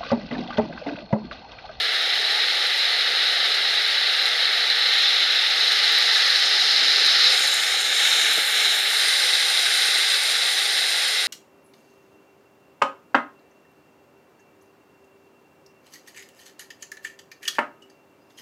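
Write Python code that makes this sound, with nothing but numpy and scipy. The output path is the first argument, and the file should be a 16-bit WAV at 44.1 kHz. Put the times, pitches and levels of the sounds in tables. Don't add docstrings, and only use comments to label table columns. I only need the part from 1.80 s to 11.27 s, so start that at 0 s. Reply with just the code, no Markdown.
import sys
import numpy as np
from scipy import signal
from scipy.io import wavfile
from scipy.ndimage import uniform_filter1d, minimum_filter1d

SR = 44100
rng = np.random.default_rng(int(sys.argv[2]) if len(sys.argv) > 2 else 0)


def materialize(psi):
    bounded = np.clip(np.atleast_2d(psi).T, -1, 1)
    quanta = np.round(bounded * 32767).astype(np.int16)
    wavfile.write(sys.argv[1], SR, quanta)


def nominal_scale(level):
    x = np.asarray(level, float) / 20
    return 10 ** x


N = 417627

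# t/s, level/dB
DOWNPOUR = [(0.0, -22.5), (0.2, -22.5), (0.5, -21.5), (1.5, -21), (2.95, -21), (3.2, -18), (3.75, -19.5),
            (4.4, -17.5), (4.7, -19), (5.47, -17), (5.62, -20.5), (6.08, -22), (6.25, -18.5), (7.3, -19),
            (7.75, -20.5), (8.05, -19.5), (8.7, -21), (9.47, -21.5)]
# t/s, heading/index (0 yard, 1 hedge, 2 lamp post, 3 trees, 4 past the window frame, 5 street, 6
HEADING = [(0.5, 0.03), (2.9, 0.18), (3.15, 0.95), (3.62, 1.26), (3.8, 1.64), (4.45, 1.94), (4.65, 2.86),
           (5.46, 3.03), (5.58, 4), (5.9, 4.34), (6.2, 4.95), (6.45, 5), (6.6, 5.7), (6.7, 6.14),
           (6.78, 5.2), (6.92, 5.44), (7.05, 6.1), (7.25, 7)]

# low f/Hz, high f/Hz
YARD_BANDS = [(1750, 2400), (1150, 1600), (3400, 4400), (4700, 5500)]
# first band against the downpour level/dB, other bands against the first level/dB
YARD_MIX = [(-7.5, -6, 6.05, -6.5), (-10, -5, 9.2, -5.5), (-8.5, -5.5, 6.1, -2.5), (-10, -5.5, 8.4, 0.5),
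            (-8, -4, 5.5, -2), (-8.5, -6, 6.4, -6.5), (-10.5, -5.5, 5.5, -6.5), (-8.5, -5.5, 4.9, -2.5)]
# f/Hz, level/dB per Hz
YARD_COLOUR = [(680, -47), (1150, -13), (1280, -10), (1490, -10), (1570, -9), (2030, -4.5), (2280, -11.5),
               (2580, -11), (2880, -8.5), (3380, -6), (3990, 2), (4220, 0), (4710, -6), (5190, -2.5),
               (6000, -29.5), (7800, -59), (13200, -120)]
# f/Hz, level/dB per Hz
STREET_COLOUR = [(680, -47), (1150, -13), (1460, -7.5), (1740, -6), (1970, -12), (2200, -4), (2310, -10),
                 (2490, -14.5), (2900, -9.5), (3360, -8.5), (3750, -1.5), (3960, -2), (4740, -18.5),
                 (5260, -7), (6000, -21), (7800, -46), (13200, -120)]
# f/Hz, level/dB per Hz
FENCE_COLOUR = [(680, -43), (1150, -12.5), (1270, -17), (1590, -7.5), (1750, -11.5), (1920, -6),
                (2060, -3.5), (2360, -11), (2730, -6), (2820, -9), (3030, -6.5), (3940, 5.5), (4520, -6),
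                (5080, -6), (6000, -16), (7800, -47), (13200, -120)]
STREET_SHARE = [0.077, 0.25, 0, 0.098, 0.36, 0.9, 0.66, 0]

# low f/Hz, high f/Hz
SPLASH_BANDS = [(8200, 10500), (5800, 7500), (11000, 15000)]
# first band against the downpour level/dB, other bands against the first level/dB
SPLASH_MIX = [(-28, 3.5, -4), (-31, 6, -3), (-27.5, 6.5, -5), (-27.5, 7.5, -6), (-17, 5, -3.5),
              (-18, 5.5, -3), (-18, -3, -0.7), (-13.5, -5, -7.5)]
# f/Hz, level/dB per Hz
SPLASH_COLOUR = [(3290, -31), (5600, -10.5), (6240, -1.5), (7320, 1.5), (7860, -1), (8400, 0.5),
                 (9520, -3.5), (12800, -23), (15200, -22)]
# f/Hz, level/dB per Hz
SHADED_COLOUR = [(3290, -31), (5600, -7.5), (6500, -10), (7350, -13.5), (8400, -10.5), (10500, -13.5),
                 (11800, -18.5), (12600, -18), (13400, -25), (15200, -29), (18000, -60)]

# low f/Hz, high f/Hz
ROAD_BANDS = [(350, 900), (90, 300), (30, 80)]
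# first band level/dB, other bands against the first level/dB
ROAD_MIX = [(-38.5, -22, -50), (-39.5, -22, -50), (-38.3, -25, -48), (-39, -17.5, -54), (-38.5, -23, -46),
            (-39, -19, -59), (-39.5, -20, -55), (-39.5, -23, -50)]
# f/Hz, level/dB per Hz
ROAD_COLOUR = [(18, -75), (30, -46), (75, -54), (98, -41), (297, -20), (423, -5), (539, -1.5), (604, -5.5),
               (697, 0.5), (815, 3), (900, 3), (1170, -16.5), (1980, -120)]

# t/s, peak level/dB, treble share level/dB
HAIL = [(0.5077, -11, -28), (0.8648, -4, -29), (1.4285, -5.5, -47), (1.939, -11, -37), (2.111, -17, -32),
        (2.456, -3, -26), (2.6554, -3.5, -34), (2.901, 0, -38), (2.9472, -9, -33), (3.1845, -4, -31),
        (3.2813, -4, -37), (3.8791, -5, -30), (3.92, -7, -22.5), (4.0776, -9, -36), (4.2941, -10, -33),
        (4.3136, -10, -28), (4.503, -1, -32), (4.559, 2, -37), (4.9626, -2, -35), (5.083, -5, -31),
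        (5.1598, -1, -31), (5.2606, -2, -25), (5.659, -7, -20), (5.6776, -3, -22), (7.1693, -5, -23),
        (7.438, -8, -18), (7.5364, -2, -25), (7.7737, -4, -22), (8.302, -5, -33), (9.022, -6, -24)]
# f/Hz, level/dB, t60/s
CAVITY = [(2080, -21, 0.0097), (4025, 3, 0.011)]
# t/s, peak level/dB, plink f/Hz, relative tick level/dB
DRIPS = [(0.8056, -32, 8230, -19), (0.8689, -31, 9030, -18), (0.9742, -26, 9010, -17),
         (2.0009, -32, 8500, -15), (2.0777, -27, 9010, -15), (2.3296, -29, 8540, -18),
         (2.4872, -25, 8520, -16), (3.1398, -30, 9100, -17), (3.1894, -32, 8800, -18),
         (3.6282, -30, 8550, -16), (3.6716, -31, 8620, -21), (3.8854, -30, 10100, -12),
         (4.1854, -21, 9010, -8), (4.5984, -27, 8620, -11), (4.6573, -27, 8450, -25),
         (5.2505, -30, 10200, -12), (5.2654, -27, 8830, -15), (5.5947, -14, 8600, -23),
         (5.673, -15, 9760, -16), (5.742, -13, 9530, -21), (6.2522, -25, 9080, -20),
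         (6.5335, -15, 9750, -18), (7.2834, -12, 9070, -18), (7.5338, -18, 8410, -19),
         (7.9394, -16, 9390, -18), (7.9743, -19, 8930, -17), (8.1823, -13, 8640, -20),
         (8.4342, -15, 8275, -18), (9.1032, -15, 8540, -18), (9.2793, -18, 10100, -17)]
# t/s, peak level/dB, f/Hz
BUMP = [
    (6.498, -42, 300),
    (6.577, -24.5, 600),
    (6.5828, -26, 417),
]
# start t/s, end t/s, f/Hz, rms level/dB
ENGINES = [(.1, 1.6, 56, -88), (.6, 1.1, 112, -82), (1.55, 2.35, 107.7, -74), (1.501, 2.4, 161.5, -69),
           (3.45, 4, 102.4, -77), (4.7, 5.85, 278, -63), (4.7, 5.2, 187, -72)]
# f/Hz, width f/Hz
NOTCHES = [
    (1005, 305),
    (7850, 530),
]
# t/s, peak level/dB
SLIPS = [(0.2184, -35), (1.3538, -40), (2.4214, -30), (2.9886, -33), (3.5554, -35), (4.122, -25),
         (4.6894, -30), (5.7574, -31), (7.4604, -29)]


def rain():
    stones = patter(per_s=2500, spread_db=3.15, hiss=0.85)
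    yard = coloured(stones, yard_shape, pouring(YARD_MIX), YARD_BANDS, patchy_db=0.84, flicker_db=0.6)

    near = evened(patter(per_s=1200, spread_db=5.4, hiss=0.84) + 0.7 * stones)
    splash = coloured(near, splash_shape, pouring(SPLASH_MIX), SPLASH_BANDS, patchy_db=0.9, flicker_db=0.82)

    drumming = patter(per_s=1500, spread_db=3.1, hiss=0.89)
    road = coloured(drumming, road_shape, droning, ROAD_BANDS, patchy_db=1.14, flicker_db=0.44, size=2048)
    return yard + splash + road


def patter(per_s, spread_db, hiss):
    where, sign = rng.random(N), rng.random(N) - 0.5
    size, far = rng.exponential(1, N), rng.standard_normal(N)
    hits = (where < per_s / SR) * np.sign(sign) * nominal_scale(spread_db * np.minimum(size, 3.6))
    return np.sqrt(hiss) * far + np.sqrt(1 - hiss) * evened(hits)


def coloured(drive, shape_of, levels, bands, patchy_db, flicker_db, size=512):
    overlap = size - size // 4
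    hz, t, z = signal.stft(drive, SR, nperseg=size, noverlap=overlap)
    shape = shape_of(hz[:, None], t) + 0 * t

    lead, *others = levels(t)
    wanted = np.array([lead + c for c in [0, *others]])
    power = nominal_scale(2 * shape)
    found = np.array([10 * np.log10(power[(hz > a) & (hz < b)].sum(0) / len(hz)) for a, b in bands])

    rank = np.argsort([a for a, b in bands])
    middle = np.log(np.sqrt(np.prod(bands, axis=1)))[rank]
    blend = np.array([np.interp(np.log(hz + 1), middle, row) for row in np.eye(len(bands))])
    correction = blend.T @ (wanted - found)[rank]

    chance = rng.standard_normal((len(t), len(hz) + 1))
    drift = uniform_filter1d(chance[:, 1:], size=30, axis=0)
    patches = evened(uniform_filter1d(drift, size=2, axis=1)).T
    flicker = evened(uniform_filter1d(chance[:, 0], size=8))
    field = shape + correction + patchy_db * patches + flicker_db * flicker
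    return signal.istft(z * nominal_scale(field), SR, nperseg=size, noverlap=overlap)[1][:N]


def yard_shape(hz, t):
    street = np.clip(facing(STREET_SHARE, t)[0], 0, 1)
    last = len(STREET_SHARE) - 1
    fence = facing(np.arange(last + 1) == last, t)[0]
    yard_db, street_db, fence_db = [spectrum(c, hz, skirt_db=43) for c in (YARD_COLOUR, STREET_COLOUR, FENCE_COLOUR)]
    return (1 - street - fence) * yard_db + street * street_db + fence * fence_db


def splash_shape(hz, t):
    opened = np.clip(np.interp(t, *np.transpose(HEADING)) - 3, 0, 1)
    shaded = spectrum(SHADED_COLOUR, hz, skirt_db=46)
    return (1 - opened) * shaded + opened * spectrum(SPLASH_COLOUR, hz, skirt_db=30)


def road_shape(hz, t):
    return spectrum(ROAD_COLOUR, hz, skirt_db=30)


def spectrum(colour, hz, skirt_db):
    octave = np.log2(hz + 1)
    knots, db = np.transpose(colour[1:-1])
    below = np.maximum(np.log2(knots[0]) - octave, 0)
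    above = np.maximum(octave - np.log2(knots[-1]), 0)
    return np.interp(octave, np.log2(knots), db) - skirt_db * (below + above)


def pouring(mix):
    def levels(t):
        lead, *others = facing(mix, t)
        return np.interp(t, *np.transpose(DOWNPOUR)) + lead, *others
    return levels


def droning(t):
    swell = np.interp(t, *np.transpose(DOWNPOUR))
    lead, *others = facing(ROAD_MIX, t)
    return lead + 0.17 * (swell - swell.mean()), *others


def facing(table, t):
    heading = np.interp(t, *np.transpose(HEADING))
    columns = np.reshape(table, (len(table), -1)).T
    return np.array([np.interp(heading, np.arange(len(table)), c) for c in columns])


def hail():
    out, t = np.zeros(N), np.arange(1500) / SR
    band = signal.butter(2, [5500 / (SR / 2), 11000 / (SR / 2)], "band")
    fade = nominal_scale(-60 * t / 0.13) * np.minimum(t / 0.004, 1) * (1 - t / t[-1])
    knock = sum(nominal_scale(mode_db) * ring(hz, t60, rise_s=0.00044) for hz, mode_db, t60 in CAVITY)
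    for s, db, treble_db in HAIL:
        spray = signal.lfilter(*band, rng.standard_normal(len(t)))
        add(out, s, nominal_scale(db - 9.5) * knock)
        add(out, s, nominal_scale(db + treble_db + 2) * spray * fade)
    return out


def drips():
    out = np.zeros(N)
    for s, db, hz, tick_db in DRIPS:
        add(out, s + 0.00084, nominal_scale(db + tick_db + 8.5) * ring(12000, t60=0.0012, rise_s=0.00005))
        add(out, s + 0.0014, nominal_scale(db - 2) * ring(hz, t60=0.004, rise_s=0.0002))
    return out


def bump():
    out = np.zeros(N)
    for s, db, hz in BUMP:
        add(out, s, nominal_scale(db) * ring(hz, t60=0.014, rise_s=0.0011))
    return signal.lfilter(*signal.butter(2, 90 / (SR / 2), "high"), out)


def engines():
    out = np.zeros(N)
    for start, end, hz, db in ENGINES:
        t = np.arange(0, end - start, 1 / SR)
        knots = np.arange(0, 2, 0.07)
        waver, throb = (np.interp(t, knots, c) for c in rng.standard_normal((2, len(knots))))
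        level = nominal_scale(db + 4.6 * np.clip(throb, -3, 1))
        tone = np.sin(2 * np.pi * hz * t + 1.2 * waver) * level
        add(out, start, np.sqrt(2) * tone * signal.windows.tukey(len(t), 0.4))
    return out


def ring(hz, t60, rise_s):
    t = np.arange(int(0.08 * SR)) / SR
    wave = np.sin(2 * np.pi * hz * t) * nominal_scale(-60 * t / t60) * (1 - np.exp(-t / rise_s))
    return wave / abs(wave).max()


def evened(x):
    return x / np.sqrt(np.mean(x ** 2) + 1e-20)


def add(mix, s, sound):
    part = mix[round(s * SR):][:len(sound)]
    part += sound[:len(part)]


def scene():
    return (rain() + hail() + drips() + bump() + engines())[None]


def limited(x, ceiling_db):
    room = np.minimum(nominal_scale(ceiling_db) / (abs(x) + 1e-9), 1)
    return x * uniform_filter1d(minimum_filter1d(room, size=61), size=61)


def low_pass(x):
    return signal.sosfilt(signal.butter(12, 15670, fs=SR, output="sos"), x)


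def record(dry):
    x = signal.lfilter(*signal.butter(2, 48 / (SR / 2), "high"), limited(dry, ceiling_db=-5))
    for hz, width_hz in NOTCHES:
        x = signal.lfilter(*signal.iirnotch(hz, hz / width_hz, SR), x)
    band_limit = signal.firwin(301, 15300, window=("kaiser", 7), fs=SR)
    x = signal.oaconvolve(x, band_limit[None], "same")
    for s, db in SLIPS:
        add(x[0], s + 0.0017, nominal_scale(db + 12) * np.array([1, -0.7]))
    return low_pass(x)


dry = scene()
out = record(dry)
materialize(out)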